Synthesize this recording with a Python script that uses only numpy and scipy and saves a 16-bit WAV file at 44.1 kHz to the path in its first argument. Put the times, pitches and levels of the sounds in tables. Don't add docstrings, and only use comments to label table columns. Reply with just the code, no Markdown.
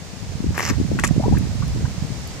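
import sys
import numpy as np
from scipy import signal
from scipy.fft import rfft, irfft, next_fast_len
from scipy.io import wavfile
from scipy.ndimage import map_coordinates

SR = 44100
rng = np.random.default_rng(int(sys.argv[2]) if len(sys.argv) > 2 else 0)


def file_out(sig):
    cols = np.atleast_2d(sig).T
    lim = np.clip(cols, -1, 1)
    pcm = np.round(lim * 32767).astype(np.int16)
    wavfile.write(sys.argv[1], SR, pcm)


N = 105840


# frequency in Hz, gain in dB.
MOUTH_SPECTRUM = [(100, -25), (350, -2.5), (700, -3.5), (950, -2), (1180, 3.5), (1450, -4), (1800, 1),
                  (2600, -10.5), (3400, -21), (6000, -38), (16000, -27)]
FIZZ_SPECTRUM = [(500, -14), (2500, 3), (3800, -6.5), (5200, 5.5), (7000, 2), (8300, -9), (9800, -22),
                 (11800, -12), (15200, -26)]
# time in seconds, rasp level in dB, fizz level in dB.
SLURP_LEVELS = [(.545, -41, -44), (.574, -35.5, -42), (.583, -44, -36), (.607, -31, -38), (.622, -31, -32),
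                (.635, -40.5, -32), (.668, -33, -33.5), (.698, -29.5, -29), (.716, -38, -44),
                (.765, -48, -79)]

def slurp():
    t = np.arange(N) / SR
    sucking = (t > SLURP_LEVELS[0][0]) & (t < SLURP_LEVELS[-1][0])
    rasp = unit(colour(crackle(), MOUTH_SPECTRUM)) * curve(SLURP_LEVELS, column=1)
    fizz = unit(colour(crackle(), FIZZ_SPECTRUM)) * curve(SLURP_LEVELS, column=2)
    return sucking * (rasp + fizz)


def crackle(clicks_per_s=3500, spread_db=6):
    hit = rng.random(N) < clicks_per_s / SR
    polarity = rng.choice([-1, 1], N)
    return hit * polarity * undb(spread_db * np.minimum(rng.exponential(size=N), 4))


# frequency in Hz, gain in dB.
SPRAY_SPECTRUM = [(500, -38), (2500, 0.5), (4000, -0.5), (5200, 1.5), (6800, 8), (8700, 1), (11500, -6),
                  (13000, -15), (15200, -15)]
# start in seconds, decay in seconds, mouth level in dB, spray level in dB.
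FILM_BURSTS = [(0.5792, 0.00084, -3.5, -23), (0.5893, 0.0013, -22, -16.5), (0.594, 0.0011, -4, -36),
               (0.6047, 0.00094, -5.5, -19), (0.6305, 0.0028, -13.5, -34), (0.9881, 0.0047, -16.5, -32),
               (0.9973, 0.00093, -29, -12.5), (1.0369, 0.0017, -2.5, -17), (1.04, 0.0037, -12.5, -13.5),
               (1.045, 0.0042, -11.5, -13), (1.05, 0.0062, -30, -45), (1.0674, 0.0022, -36, -20),
               (1.075, 0.0017, -45, -14), (1.0881, 0.0015, -22, -36)]

def pops():
    out = np.zeros(N)
    for start, decay, mouth_db, spray_db in FILM_BURSTS:
        add(out, start, undb(mouth_db) * burst(decay, MOUTH_SPECTRUM))
        add(out, start, undb(spray_db) * burst(decay, SPRAY_SPECTRUM))
    return out


# start in seconds, level of its fizz in dB.
LIP_SQUIRTS = [(.6438, -18), (.652, -8.5), (.6635, -13.5), (.678, -19), (.6926, -14), (.6993, -18)]

def squirts(decay_s=0.00081, mouth_db=-4):
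    out = np.zeros(N)
    for start, db in LIP_SQUIRTS:
        tick = burst(decay_s, FIZZ_SPECTRUM) + undb(mouth_db) * burst(decay_s, MOUTH_SPECTRUM)
        add(out, start, undb(db) * tick)
    return out


# frequency in Hz, gain in dB.
BRIGHT_SPECTRUM = [(1000, -30), (6000, 4), (8500, -7), (11000, 11), (15500, -9)]
# start in seconds, decay in seconds, level in dB.
BRIGHT_BURSTS = [(0.572, 0.018, -32), (1.3843, 0.00087, -23.5), (1.68, .00075, -29), (2.275, 0.00081, -27)]

def fizz_and_droplets():
    out = np.zeros(N)
    for start, decay, db in BRIGHT_BURSTS:
        add(out, start, undb(db) * burst(decay, BRIGHT_SPECTRUM))
    return out


# start in seconds, length in seconds, first pitch in Hz, last pitch in Hz, level in dB.
AIR_POCKETS = [(.914, 0.011, 390, 480, -27), (0.967, 0.032, 614, 1120, -38),
               (.9885, 0.014, 1290, 2440, -21.5), (.989, 0.018, 2430, 2950, -27),
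               (1.034, 0.028, 814, 1260, -30.5), (1.058, 0.024, 2400, 2770, -32),
               (1.108, 0.0094, 615, 800, -22.5), (1.1965, 0.02, 530, 840, -18.5),
               (1.224, 0.015, 800, 980, -29), (1.2375, 0.034, 745, 1123, -19),
               (1.259, 0.013, 407, 480, -17), (1.277, 0.018, 577, 1200, -23),
               (1.322, 0.032, 726, 1074, -24.5), (1.334, 0.013, 470, 590, -24),
               (1.348, 0.0152, 1090, 2130, -32.5), (1.37, 0.0041, 1540, 1900, -24.5),
               (1.375, 0.0087, 2310, 2860, -33.5), (1.623, 0.013, 1070, 1310, -26),
               (1.624, 0.02, 1400, 1550, -35), (1.853, 0.018, 1423, 2080, -34),
               (1.852, 0.02, 900, 1270, -34)]

def gulps(attack_s=0.00041, fade=1.65, roughness=0.18, rough_hz=380):
    out = np.zeros(N)
    shake, wobble = walk(rough_hz), walk(rough_hz)
    for start, length, first_hz, last_hz, db in AIR_POCKETS:
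        t = np.arange(int(length * SR)) / SR
        progress = t / length
        span = slice(int(start * SR), int(start * SR) + len(t))
        hz = first_hz * (last_hz / first_hz) ** progress
        phase = 2 * np.pi * np.cumsum(hz) / SR + roughness * wobble[span]
        envelope = (1 - np.exp(-t / attack_s)) * np.exp(-fade * progress) * (1 - progress ** 6)
        add(out, start, undb(db) * envelope * (1 + roughness * shake[span]) * np.sin(phase))
    return out


# frequency in Hz, gain in dB before weighting.
PORT_CONTRAST = [(100, 0.5), (700, -3), (1290, 4.5), (2380, 7.5), (4400, 0), (8120, -12.5), (15000, -8)]

def at_phone(x, echo_db=-8.5, echo_decay_s=0.011, lag_s=0.000095, lag_below_hz=2060, size=4096):
    tail = np.exp(-np.arange(size) / SR / echo_decay_s)
    low = signal.sosfiltfilt(signal.butter(4, lag_below_hz, fs=SR, output="sos"), x)
    late = x - low + map_coordinates(low, [np.arange(N) - lag_s * SR])
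    ports = []
    for weight, direct in ((0.66, x), (-0.42, late)):
        bank_response = rng.standard_normal(size) * tail / np.sqrt(np.sum(tail ** 2))
        echo = signal.fftconvolve(x, bank_response)[:N]
        ports.append(colour(direct + undb(echo_db) * echo, PORT_CONTRAST, weight))
    return np.array(ports)


# time in seconds, left level in dB, right level in dB.
RUMBLE_LEVELS = [(0, -37, -38.5), (.24, -28, -40), (.29, -35, -25), (.40, -32.5, -30), (.49, -17, -19.5),
                 (.57, -37.5, -28.5), (.78, -29, -16), (.87, -27.5, -19.5), (.94, -16.5, -18.5),
                 (1.06, -31, -17.5), (1.21, -20, -18.5), (1.34, -16, -14.5), (1.45, -26.5, -19),
                 (1.62, -24.5, -21), (1.83, -22.5, -19), (1.94, -30.5, -28), (2.09, -26.5, -33),
                 (2.4, -32.5, -32)]
# centre time in seconds, pitch in Hz, level in dB.
LEFT_BUFFETS = [(.023, 124, -20.5), (.172, 128, -21), (.137, 161, -19), (.228, 106, -17), (.405, 184, -10),
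                (.444, 245, -9.5), (.467, 174, -9), (.507, 224, -11.5), (.705, 250, -10), (.713, 181, -5),
                (.802, 214, -6), (.814, 226, -5), (.917, 325, -6.5), (1.165, 335, -12.5), (1.181, 262, -11),
                (1.203, 230, -7.5), (1.267, 184, -10), (1.283, 295, -3.5), (1.315, 172, -2),
                (1.328, 203, -2.5), (1.379, 191, -9), (1.763, 290, -15), (2.049, 117, -10),
                (2.105, 181, -14), (2.123, 116, -12)]
RIGHT_BUFFETS = [(.277, 121, -22), (.355, 139, -14.5), (.494, 126, -10.5), (.701, 131, -9.5),
                 (.774, 111, -9), (.854, 131, -8.5), (.938, 104, -5), (1.044, 200, -10), (1.112, 158, 0),
                 (1.181, 144, -2.5), (1.338, 81, -1.5), (1.366, 172, -7.5), (1.41, 135, -9.5),
                 (1.606, 112, -12), (1.636, 117, -10.5), (1.847, 103, -6.5), (1.983, 115, -11.5),
                 (2.025, 125, -8)]

def wind():
    left = rumble() * curve(RUMBLE_LEVELS, column=1) + eddies(LEFT_BUFFETS)
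    right = rumble() * curve(RUMBLE_LEVELS, column=2) + eddies(RIGHT_BUFFETS)
    return np.array([left, right])


def eddies(table, ring=5.6, size=4096):
    out = np.zeros(N + size)
    t = (np.arange(size) - size // 2) / SR
    for (centre, pitch_hz, db), turn in zip(table, rng.random(len(table))):
        scaled_time = 2 * np.pi * pitch_hz * t / ring
        phase = (ring + 1) * np.arctan(scaled_time) + 2 * np.pi * turn
        thud = np.cos(phase) / (1 + scaled_time ** 2) ** ((ring + 1) / 2)
        i = int(np.clip(centre * SR, 0, N))
        out[i:i + size] += undb(db) * thud
    return out[size // 2:size // 2 + N]


def rumble(count=480, centre_hz=112.6, spread_octaves=0.57, spread_db=0.5):
    pitch, strength = rng.standard_normal((count, 2)).T
    times = (np.arange(count) + rng.random(count)) / count * N / SR
    hz = centre_hz * 2 ** (spread_octaves * pitch)
    return unit(eddies(np.column_stack([times, hz, spread_db * strength])))


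# frequency in Hz, gain in dB.
HISS_SPECTRUM = [(200, 6), (500, 8.5), (900, 3.5), (1400, -1), (2100, 0), (3300, -3.5), (5000, -1.5),
                 (6800, -5), (8200, -11), (10000, -17.5), (13000, -22)]
HISS_WIDTH = [(200, -22), (900, -2.5), (2000, -2), (4500, 0.5)]
HISS_BALANCE = [(200, -2.5), (1200, -0.5), (2300, 0), (4500, 1.5), (7500, -11.5), (15000, -5.5)]
# time in seconds, level in dB.
HISS_ENVELOPE = [(0, -40.5), (.8, -38), (2.4, -37.5)]

def hiss():
    mid = rng.standard_normal(N)
    side = colour(rng.standard_normal(N), HISS_WIDTH)
    ports = [colour(colour(mid + sign * side, HISS_SPECTRUM), HISS_BALANCE, sign / 2) for sign in (1, -1)]
    return unit(np.array(ports)) * curve(HISS_ENVELOPE)


def burst(decay_s, spectrum, size=2048):
    age = np.arange(size) / SR / decay_s
    envelope = 2 * np.sqrt(age) * np.exp(-age)
    spatter = colour(rng.standard_normal(size) * envelope, spectrum)
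    return 0.36 * spatter * np.sqrt(np.sum(envelope ** 2) / np.sum(spatter ** 2))


def colour(x, spectrum, weight=1):
    size = 2 * next_fast_len(len(x) // 2 + 2048, real=True)
    rows = np.array(spectrum, float)
    hz = np.maximum(np.arange(size // 2 + 1) * SR / size, 1)
    db = weight * np.interp(np.log(hz), np.log(rows[:, 0]), rows[:, 1])
    cepstrum = irfft(np.log(undb(db)))
    cepstrum[1:size // 2] *= 2
    cepstrum[size // 2 + 1:] = 0
    return irfft(rfft(x, size) * np.exp(rfft(cepstrum)))[:len(x)]


def curve(table, column=1):
    rows = np.array(table)
    return undb(np.interp(np.arange(N) / SR, rows[:, 0], rows[:, column]))


def walk(hz):
    return map_coordinates(rng.standard_normal(4096), [np.arange(N) / SR * hz], mode="wrap")


def add(out, start, sound):
    i = max(int(start * SR), 0)
    out[i:i + len(sound)] += sound[:max(N - i, 0)]


def undb(db):
    return 10 ** (np.asarray(db) / 20)


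def unit(x):
    return x / np.sqrt(np.mean(x ** 2))


def scene():
    carp = slurp() + pops() + squirts() + fizz_and_droplets() + gulps()
    return at_phone(carp) + wind() + hiss()


def record(dry, low_cut_hz=44, top_hz=15450):
    thinned = signal.sosfilt(signal.butter(1, low_cut_hz, "high", fs=SR, output="sos"), dry)
    return signal.sosfilt(signal.ellip(10, .2, 80, top_hz, fs=SR, output="sos"), thinned)


dry = scene()
out = record(dry)
file_out(out)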